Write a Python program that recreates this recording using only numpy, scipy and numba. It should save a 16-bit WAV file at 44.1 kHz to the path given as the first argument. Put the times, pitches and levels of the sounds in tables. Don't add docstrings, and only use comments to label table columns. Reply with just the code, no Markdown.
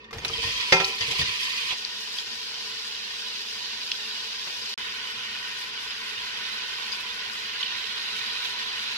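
import sys
import numpy as np
from scipy import signal
from scipy.fft import rfft, irfft, next_fast_len
from scipy.io import wavfile
from scipy.ndimage import uniform_filter1d, minimum_filter1d
from numba import njit

SR = 44100
rng = np.random.default_rng(int(sys.argv[2]) if len(sys.argv) > 2 else 0)


def level_to_linear(level):
    exponent = np.asarray(level, float) / 20
    return 10 ** exponent


def file_out(sig):
    cols = np.atleast_2d(sig).T
    lim = np.clip(cols, -1, 1)
    pcm = np.round(lim * 32767).astype(np.int16)
    wavfile.write(sys.argv[1], SR, pcm)


N = 395577

CHANGES_S = (1.745, 4.76)
# from t/s, to t/s
SILENCE_S = (4.7415, 4.7772)

# f/Hz, level/dB per Hz
BURNER = [(18, -43), (30, -46), (49, -4), (76, -17.5), (108, -4.5), (156, -16), (172, -13), (186, -13),
          (214, 1), (269, -11), (337, -9), (440, 2), (620, -17), (810, -55), (1360, -120)]
BURNER_DB, BURNER_BASS_DB = (-57.5, -59, -58.5), (2, 0, 2)

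# f/Hz, level/dB per Hz
TIPPING_FIZZ = [(330, -33), (560, -30), (850, -28.5), (977, -8.5), (1420, -15), (1990, -4.5), (2550, 1.5),
                (3240, 3.5), (3720, -1), (4780, 0), (7670, -19), (12800, -28), (15600, -38)]
# f/Hz, level/dB per Hz
SECOND_VIEW_FIZZ = [(330, -43), (560, -27), (912, -17.5), (991, -14), (1270, -16.5), (1500, -10.5),
                    (1880, -11), (1960, -12.5), (2940, -2.5), (4980, -2.5), (7890, -22.5), (15600, -33.5)]
# f/Hz, level/dB per Hz
FRYING_FIZZ = [(330, -28), (560, -28), (899, -16.5), (991, -10.5), (1240, -14), (1480, -6), (1710, -10),
               (3020, -2), (4980, -7), (7890, -25.5), (12700, -30), (15600, -39)]
# f/Hz, width/Hz, boost/dB
POT_AIR = [(993.6, 43, 6.5), (1507, 54, 5), (1853, 56, 9), (2035, 28, 5), (2490, 33, 5.5), (2940, 27, 0),
           (3100, 36, -0.5), (3630, 64, 1.5), (4800, 55, 0)]
# f/Hz, lead/rad
LEAD_TIPPING = [(345, 0), (1030, 1.3), (2400, 3.9), (2800, 2.1), (4130, 4.2), (4820, 7.1), (5860, 9.3),
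                (7000, 7.9)]
# f/Hz, lead/rad
LEAD_FRYING = [(345, -.4), (1030, -.7), (1400, -2.2), (2760, -.8), (3300, 2.5), (4800, 3.6), (5500, 1.7),
               (7000, 1.6)]
# t/s, level/dB
BOIL = [(0, -57), (.11, -64), (.24, -41.5), (.3, -37), (.42, -32.5), (.46, -31), (.72, -31.5), (.99, -35),
        (1.2, -32), (1.72, -32), (1.76, -36.5), (3.6, -36), (4.73, -35.5), (5.76, -36.5), (6.52, -34.5),
        (7.21, -35.5), (8.27, -34), (8.97, -34.5)]
# t/s,
# flare/dB, fade/s
SPLASHES = [(.278, 3, 0.023), (.332, 2, 0.023), (.425, 2.5, 0.042), (.6, 3.5, 0.031), (1.008, 9.5, 0.042),
            (1.11, 8, .02), (1.19, 8.5, 0.024), (1.213, 9, 0.0092), (1.255, 4, 0.026), (1.41, 0, .04),
            (1.71, 3, 0.035), (2.18, 5, 0.016), (7.6, 3, 0.029)]
# t/s, level/dB
SURGES = [(.58, -0.5), (.66, -1), (.97, -1.5), (1.07, 0), (1.14, -1.5), (1.17, 2), (1.29, 1), (1.39, -2),
          (1.88, 0), (1.96, -1), (2.05, -0.5), (2.24, -2), (2.38, -1.4), (2.73, -1.5), (2.96, 0.3),
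          (3.13, 0), (3.27, 1), (3.45, -1.5), (3.73, 1.4), (4.48, 1), (4.6, 0), (5.14, -1.5), (5.4, -1.3),
          (5.72, -1.6), (5.92, 1), (6.93, 1), (7.95, -1.6), (8.31, 0), (8.45, 2), (8.56, -0.8), (8.62, 1),
          (8.7, 0.5)]
# t/s, left minus right level/dB
DRIFT = [(0, 1.5), (.7, 0.5), (1.6, -.5), (2.2, 0.5), (3.7, -1), (4.7, .5), (5.7, 1), (6.5, 0), (8, 0),
         (8.97, 0.5)]
# t/s, peak level/dB
SPITS = [(0.3088, -46), (0.4216, -37), (0.4809, -44), (0.5687, -37), (0.6391, -45), (0.7264, -27),
         (0.8047, -51), (0.8441, -35), (0.8795, -37), (0.9538, -35), (0.9853, -35), (1.0686, -38),
         (1.108, -36), (1.1803, -35), (1.4038, -33), (1.4357, -32), (1.4916, -37), (1.5699, -36),
         (1.6772, -39), (1.772, -42), (2.0015, -41), (2.1212, -40), (2.1586, -44), (2.851, -43),
         (3.5948, -49), (3.9156, -53), (4.0294, -48), (4.1426, -43), (4.384, -55), (4.6904, -40),
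         (4.8407, -40), (5.0518, -47), (5.1011, -42), (5.2239, -43), (5.3147, -45), (5.3855, -42),
              (5.4713, -44), (5.5831, -42), (5.8085, -42), (6.1263, -50), (6.5139, -49), (6.5833, -44),
              (6.6691, -46), (6.7554, -47), (6.8651, -43), (6.9998, -41), (7.137, -42), (7.3196, -43),
              (7.4274, -43), (7.5246, -44), (7.7651, -41), (7.798, -50), (7.9671, -48), (8.1582, -39),
              (8.4939, -42), (8.668, -43), (8.7254, -41), (8.7678, -45), (8.8112, -39), (8.912, -36)]
# f/Hz, width/Hz, from t/s, to t/s, level/dB against the fizz
POCKETS = [
    (3000, 71, 4.7, 5.7, -3),
    (2480, 100, 5.6, 3.7, -15),
    (2950, 99, 7.2, 7.2, -7),
    (3000, 160, 7.4, 7.9, -10),
    (4000, 530, 7.5, 11, -5.5),
    (2460, 70, 8.1, 7.8, -13),
]
DEEP_DB, STEAM_DB = (6, 2.5, 1), (2.5, 1, 0)
DEEP_FLARE, STEAM_FLARE = 0.19, 0.48
ROLLING_DB, DEEP_SLOPE, STEAM_SLOPE = -36.5, -0.65, 0.45
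SPIT_UNDER_BOIL_DB, SPIT_FADE_S, SPIT_MID_SHARE = -10.5, 0.025, 0.14

# t/s, peak
# level/dB, f/Hz, t60/s
TAPS = [(.003, -46, 2550, .2), (.042, -37, 3530, 0.039), (.048, -44, 1830, 0.13), (.086, -43, 1850, .1),
        (.108, -38, 1150, .05), (.134, -36, 4950, .06), (.183, -28, 1900, .02), (.19, -34, 3480, .02),
        (.19, -36, 6500, 0.017), (.2, -38, 4800, .03), (0.297, -31, 1240, 0.052), (0.334, -23, 3200, 0.11),
        (.352, -36, 980, .08), (.438, -28.5, 985, 0.072), (.649, -35, 1000, .04), (.727, -16, 4850, .08),
        (.726, -32, 172, .2), (3.9177, -15, 5500, 0.0066), (6.925, -30, 4800, .09),
        (.728, -26.5, 382, 0.24), (.765, -23, 2470, .25), (.801, -22, 3560, .04), (1.03, -34, 1000, .06),
        (1.105, -31, 1000, .04), (1.134, -31, 790, .02), (1.189, -31, 1070, .05), (1.215, -21, 1860, 0.056),
        (1.241, -28, 4300, .07), (1.255, -34, 1020, .06), (1.295, -33, 1100, .03),
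        (1.718, -32, 1000, 0.051), (3.9168, -29, 1600, .004)]
# t/s, peak level/dB, dullness/dB per octave, share of free ring time, rattle/s
KNOCKS = [(0.044, -43, -2, 0.64, 0.01), (.108, -34.5, -4, .4, 0.0087), (.129, -28, -2, 0.39, 0.05),
          (0.183, -36, -9, 0.36, .008), (0.22, -34, 3.5, 0.57, 0.0092), (.248, -21, -6.5, 0.29, 0.015),
          (.291, -34, 3, 0.58, 0.012), (0.723, -2.5, -1.5, 1, 0.0079), (0.7265, -13.5, -2.5, .4, 0.014),
          (0.747, -24, 5, .5, 0.011), (0.766, -17, -2, 0.63, 0.0098), (.801, -13.5, 0, 0.48, 0.015),
          (.816, -23, -2, .4, .008), (1.008, -30, -13, 0.3, 0.046), (1.114, -33.5, 4, 0.73, 0.013),
          (1.214, -28, -5, 0.3, 0.013), (1.705, -36, 2, 0.3, 0.0062), (1.726, -27.5, 1, 0.2, 0.012),
          (4.47, -31, 1.5, 0.3, 0.015)]
# f/Hz, level/dB, t60/s
WALL_MODES = [(170, -12.5, 0.19), (312, -26, 0.1), (384, -12, 0.53), (535, -9.5, 0.23), (575, -22, 0.097),
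              (700, -11, 0.045), (761, -12.5, 0.31), (786, -16, 0.56), (905, -9.5, 0.35),
              (1000, -14.5, 0.49), (1130, -22, 0.06), (1345, -12, 0.48), (1628, -10, 0.15),
              (1838, -0.5, 0.12), (2103, 2, 0.14), (2350, -14, .2), (2510, -17, .14), (2440, -7.5, 0.68),
              (2670, -7, 0.14), (3300, -5, .09), (3580, -2, 0.083), (4850, -7.5, 0.082), (5250, -23, 0.08),
              (5600, -10.5, 0.2), (6200, -12, 0.23), (6800, -13, 0.093)]
# t/s, level/dB, fade/s
SHEENS = [
    (.108, -60, .015),
    (.129, -56, 0.032),
    (.17, -57, .05),
    (.2475, -39, 0.012),
    (.7235, -40, .016),
    (.8, -54, .02),
]
# t/s, thud level/dB, pot floor ring level/dB
CLUMPS = [(.125, -37, -39.5), (.155, -36, -46), (.235, -39, -44), (.295, -37, -38), (.35, -40, -55),
          (0.382, -35, -38), (.44, -32, -40.5), (.475, -49, -54), (.53, -45, -54), (.575, -51, -55),
          (.62, -58, -66), (0.721, -42, -31), (.795, -36, -40), (0.879, -58, -38.5), (1.003, -37, -43),
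          (1.08, -38, -39.5), (1.15, -43, -51), (1.19, -28.5, -42.5), (1.27, -43, -54), (1.36, -66, -64)]
# t/s, peak level/dB, f/Hz, t60/s, spray level/dB
POPS = [(0.2478, -22, 4000, 0.018, 2), (0.249, -27, 3000, 0.011, 5), (0.2806, -21, 6200, 0.011, 2.5),
        (0.844, -11.5, 4400, 0.01, -2), (1.7062, -22, 3150, 0.027, 4), (1.2142, -15, 4360, .006, -8),
        (1.8493, -11, 4500, 0.0043, -32), (1.8493, -13, 3200, 0.0024, -35), (2.1852, -17, 3350, 0.0093, -8),
        (2.9487, -25, 4000, 0.0091, -12), (3.9158, -20, 4000, .003, -25), (3.9168, -6, 2950, 0.0038, -14),
        (3.9164, -14, 4300, .0025, -22), (3.9164, -12.5, 5600, .004, -20), (3.9195, -20, 5100, .006, -20),
        (4.136, -32, 3000, 0.011, -10), (6.9194, -28, 4800, 0.04, 2), (6.928, -35, 5000, 0.053, -12),
        (7.6135, -26, 5030, .008, -10), (7.627, -17, 3300, .004, -15), (7.6286, -13, 3300, 0.008, -12),
        (7.632, -14.5, 3000, 0.0098, -14), (7.660, -28, 3000, 0.022, -6), (7.668, -26, 2950, .015, -8),
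        (8.7164, -25, 3000, .012, -10)]
STRIKE_S = 0.7228
# f/Hz, level/dB, t60/s
STRIKE_MODES = [
    (547, -10, 0.024),
    (884, -8.5, 0.029),
    (1447, -12.5, 0.028),
    (1996, -8.5, 0.038),
    (3570, -9, 0.022),
    (5600, -10, .025),
]
# f/Hz, left minus right level/dB
PORTS = [(300, -0.7), (700, 3), (1500, 0.3), (2600, -4.5), (3600, -5.5), (4150, -5.5), (4650, 4.5),
         (5200, 11.5), (6500, 6.5), (7900, 11), (8950, -4), (10300, 4), (12000, -5.5), (15500, -11)]

TIME = np.arange(N) / SR
VIEW = np.searchsorted(CHANGES_S, TIME)
SIZE = next_fast_len(N + 8192)
FREQ = np.maximum(np.fft.rfftfreq(SIZE, 1 / SR), 1)
SOFT = 1 / np.sqrt(1 + (FREQ / 5600) ** 10)


def level(x, db=0):
    return x * level_to_linear(db) / np.sqrt(np.mean(x ** 2))


def along(table):
    s, value = np.transpose(table)
    return np.interp(TIME, s, value)


def across(table):
    hz, value = np.transpose(table)
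    return np.interp(np.log(FREQ), np.log(hz), value)


def shape(x, gain):
    return irfft(rfft(x, SIZE) * gain, SIZE)[..., :N]


def walk(rate):
    k = int(SR / rate)
    held = np.repeat(rng.standard_normal(N // k + 1), k)
    return uniform_filter1d(uniform_filter1d(held, k), k)[:N]


def swell(s, rise_s, fade_s):
    since = np.maximum(TIME - s, 0)
    return (1 - np.exp(-since / rise_s)) * np.exp(-since / fade_s)


def pair(alike_hz):
    alike = 1 / (1 + (FREQ / alike_hz) ** 2)
    mid, side = rng.standard_normal((2, N))
    mid = shape(mid, np.sqrt((1 + alike) / 2))
    side = shape(side, np.sqrt((1 - alike) / 2))
    return mid + side * np.array([[1], [-1]])


@njit
def rings(s, hz, t60, size, phase, rise_s):
    out, rise = np.zeros((2, N)), np.exp(-1 / (rise_s * SR))
    for k in range(len(s)):
        turn = np.exp(2j * np.pi * hz[k] / SR - np.log(1000) / (t60[k] * SR))
        left = size[0, k] * np.exp(1j * phase[0, k])
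        right = size[1, k] * np.exp(1j * phase[1, k])
        start, shut = int(s[k] * SR), 1.
        for i in range(start, min(N, start + int(.8 * t60[k] * SR))):
            shut *= rise
            out[0, i] += left.imag * (1 - shut)
            out[1, i] += right.imag * (1 - shut)
            left *= turn
            right *= turn
    return out


def heard(s, hz, t60, db, alike_hz=724.0, lag_s=0.00014, scatter_db=0.5, rise_s=0.00043, loose=3.0):
    apart_chance, phase_chance, size_chance = rng.standard_normal((len(s), 3)).T
    apart = 2 * np.pi * hz * lag_s + np.minimum(hz / alike_hz, 1.6) * apart_chance
    phase = loose * phase_chance + np.array([apart, -apart]) / 2
    size = level_to_linear(db + scatter_db * np.array([size_chance, -size_chance]))
    return rings(s, hz, t60, size, phase, rise_s)


def burner():
    hum = level(shape(pair(alike_hz=503), level_to_linear(across(BURNER))))
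    bass = shape(hum, 1 / (1 + (FREQ / 150) ** 6))
    hum = hum - bass + bass * level_to_linear(np.take(BURNER_BASS_DB, VIEW))
    return hum * level_to_linear(np.take(BURNER_DB, VIEW) + 3.5 + 0.47 * walk(6.5))


def crackle(count=15000, spread_db=3.0):
    when, rare, sign = rng.random((count, 3)).T
    size = np.sign(sign - .5) * level_to_linear(-spread_db * np.log(rare + .002))
    clicks = np.bincount((when * N).astype(int), size, N)
    return level(shape(clicks, (FREQ > 500) * (SOFT + 0.86)))


def sputter(s, size, fade_s):
    kicks = np.bincount((s * SR).astype(int), size, N)[:N]
    return signal.lfilter([1], [1, -np.exp(-1 / (fade_s * SR))], uniform_filter1d(kicks, size=500))


def resonance(hz, width):
    return 1 / (1 + (2 * (FREQ - hz) / width) ** 2)


def fizz(count=42000, snap_db=-7.0, ring_s=0.056):
    when, size, rare, life = rng.random((count, 4)).T
    bubbles = heard(when * N / SR, 500 + 15500 * size, ring_s * (1.47 + life), np.log(rare), lag_s=0)
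    raw = level(bubbles) + level(pair(alike_hz=650)) + level_to_linear(snap_db) * crackle()
    air_db = sum(db * resonance(hz, width) for hz, width, db in POT_AIR)
    views = ((TIPPING_FIZZ, LEAD_TIPPING), (SECOND_VIEW_FIZZ, LEAD_FRYING), (FRYING_FIZZ, LEAD_FRYING))
    out = 0
    for k, (colour, lead) in enumerate(views):
        turn = np.exp(np.array([[-.5j], [.5j]]) * across(lead))
        out = out + (VIEW == k) * level(shape(raw, level_to_linear(across(colour) + air_db) * turn))
    return out


def sizzle():
    source, boil_db = fizz(), along(BOIL)
    flare_db = sum(db * swell(s, 0.0026, fade_s) for s, db, fade_s in SPLASHES)
    slack_db = np.minimum(boil_db - ROLLING_DB, 0) * (VIEW == 0)
    deep_db = np.take(DEEP_DB, VIEW) + DEEP_SLOPE * slack_db + DEEP_FLARE * flare_db
    steam_db = np.take(STEAM_DB, VIEW) + STEAM_SLOPE * slack_db + STEAM_FLARE * flare_db

    s, peak_db = np.transpose(SPITS)
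    over_db = np.clip(peak_db - np.interp(s, TIME, boil_db) - SPIT_UNDER_BOIL_DB, 0, 7)
    spit_db = sputter(s, over_db, SPIT_FADE_S)
    spit_db = spit_db + sputter(rng.random(size=300) * N / SR, 2.0 * rng.random(size=300), .012) - 2.0

    deep, fine = 1 / (1 + (FREQ / 1400) ** 4), 1 / (1 + (7000 / FREQ) ** 6)
    parts = [(deep, deep_db + 0.16 * walk(22)),
             (1 - deep - fine, flare_db + SPIT_MID_SHARE * spit_db),
             (fine, steam_db + 1.6 * walk(17) + spit_db)]
    for hz, width, start, end, db in POCKETS:
        live = np.clip(np.minimum(TIME - start, end - TIME) / 0.087, 0, 1)
        parts.append((resonance(hz, width), db - 30 * (1 - live) + 2.0 * walk(5.8)))

    sway_db = -0.1 * walk(8.2) + sum(db * np.exp(-((TIME - s) / 0.016) ** 2) for s, db in SURGES)
    sway_db = sway_db + np.array([[.5], [-.5]]) * along(DRIFT)
    return sum(shape(source, gain) * level_to_linear(db) for gain, db in parts) * level_to_linear(boil_db + 3.0 + sway_db)


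def taps():
    s, db, hz, t60 = np.transpose(TAPS)
    return heard(s, hz, t60, db + 1.0, alike_hz=4000., lag_s=-0.00017, rise_s=0.00078)


def knocks(scatter_db=1.0, rattle_db=-8.5, ring_db=-10.0):
    hz, mode_db, t60 = np.transpose(WALL_MODES)
    hz = np.r_[hz, hz * (1 + .03 * rng.standard_normal(len(hz)))]
    mode_db, t60 = np.r_[mode_db, mode_db - 7], np.r_[t60, .55 * t60]
    out, rattle = 0, np.zeros(N)
    for s, db, dull_db, free, rattle_s in KNOCKS:
        mix_db = db + ring_db + mode_db - dull_db * np.log2(hz / 1500)
        mix_db = mix_db + scatter_db * rng.standard_normal(len(hz))
        start = s + 0.0003 * rng.random(len(hz))
        out = out + heard(start, hz, free * t60, mix_db, alike_hz=3000., lag_s=-0.00018, loose=0.98)
        rattle += (TIME >= s) * level_to_linear(db + rattle_db) * np.exp(-np.maximum(TIME - s, 0) / rattle_s)
    s, db = np.transpose(KNOCKS)[:2]
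    out = out + heard(s, 564 + 0 * s, 0.033 + 0 * s, 2.0 * db - 10, alike_hz=3000., lag_s=-0.00018)
    band = 1 / np.sqrt((1 + (450 / FREQ) ** 4) * (1 + (FREQ / 3500) ** 2))
    noise = shape(rattle * pair(alike_hz=1200), band * (SOFT + level_to_linear(-27)))
    return shape(out, SOFT) + level(noise, 20 * np.log10(np.std(rattle)))


def sheen():
    band = 1 / np.sqrt((1 + (7000 / FREQ) ** 8) * (1 + (FREQ / 12000) ** 6))
    hiss = level(shape(pair(alike_hz=2000), band))
    return hiss * sum(level_to_linear(db) * swell(s, 0.0014, fade_s) for s, db, fade_s in SHEENS)


def falling(count=3200, rise_s=0.017):
    when, size, rare, pitch = rng.random((count, 4)).T
    s = when * N / SR
    soft = 1 / np.sqrt((1 + (50 / FREQ) ** 4) * (1 + (FREQ / 500) ** 4))
    thuds = heard(s, 50 * np.exp(1.01 * size), 0.042 + 0 * s, 3 * rare,
                  alike_hz=900., scatter_db=1.0, rise_s=0.0018)
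    clatter = heard(s, 250 * np.exp(1.4 * pitch), 0.017 + 0 * s, 6.0 * rare ** 3,
                    alike_hz=1200., scatter_db=3.5)
    thud_swell = sum(level_to_linear(db) * swell(s, rise_s, 0.029) for s, db, _ in CLUMPS)
    ring_swell = sum(level_to_linear(db) * swell(s, rise_s, 0.042) for s, _, db in CLUMPS)
    s, _, db = np.transpose(CLUMPS)
    plate = heard(s, 457 + 0 * s, 0.23 + 0 * s, db + 3.0, alike_hz=1500., rise_s=.003)
    return level(shape(thuds, soft), 1.3) * thud_swell + plate + level(clatter, -2.5) * ring_swell


def pops(count=8, spread=.13, echo_db=-20.0):
    s, db, hz, t60, spray_db = np.transpose(POPS)
    s = s + .0005
    crack_db = -16.5 - 0.52 * spray_db
    delay, detune = rng.random((len(s), 2, count)).transpose(1, 0, 2)
    spray_s = (s[:, None] + .009 * delay ** 2).ravel()
    spray_hz = (hz[:, None] * np.exp(spread * (4 * detune - 1.7))).ravel()
    spray = heard(spray_s, spray_hz, .009 + 0 * spray_s, np.repeat(db + spray_db, count))
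    near = dict(alike_hz=8800.0, lag_s=.00002, scatter_db=-2.0)
    ring = heard(s, hz, t60, db + 5, **near)
    crack = heard(s, 4300 + 0 * s, .002 + 0 * s, db + 6 + crack_db, **near)
    echo = level_to_linear(echo_db) * np.exp(-2j * np.pi * FREQ * .003)
    return shape(ring + crack + spray, SOFT * (1 + echo) / np.sqrt(1 + (1700 / FREQ) ** 4))


def strike():
    hz, db, t60 = np.transpose(STRIKE_MODES)
    return heard(STRIKE_S + 0 * hz, hz, t60, db, alike_hz=20000., lag_s=.0001, rise_s=0.00098, loose=0.72)


def scene():
    return burner() + sizzle() + taps() + knocks() + sheen() + falling() + pops() + strike()


def limit(x, top=.98):
    room = np.minimum(top / (np.abs(x).max(axis=0) + 1e-9), 1)
    return x * uniform_filter1d(minimum_filter1d(room, size=129), size=65)


def band_limit(x):
    return signal.sosfilt(signal.butter(12, 15760, fs=SR, output="sos"), x)


def record(dry):
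    lean = level_to_linear(across(PORTS))
    balance = np.sqrt(2 / (1 + np.array([1 / lean, lean]) ** 2))
    ports = shape(dry, balance * (FREQ < 15760))
    stop, start = SILENCE_S
    gate_s = [stop, stop + 0.002, stop + .017, stop + .019, start - .006, start - .0005, start]
    gate_db = np.interp(TIME, gate_s, [0, -40, -45, -120, -120, -36, 0])
    return band_limit(limit(ports * level_to_linear(gate_db)))


dry = scene()
out = record(dry)
file_out(out)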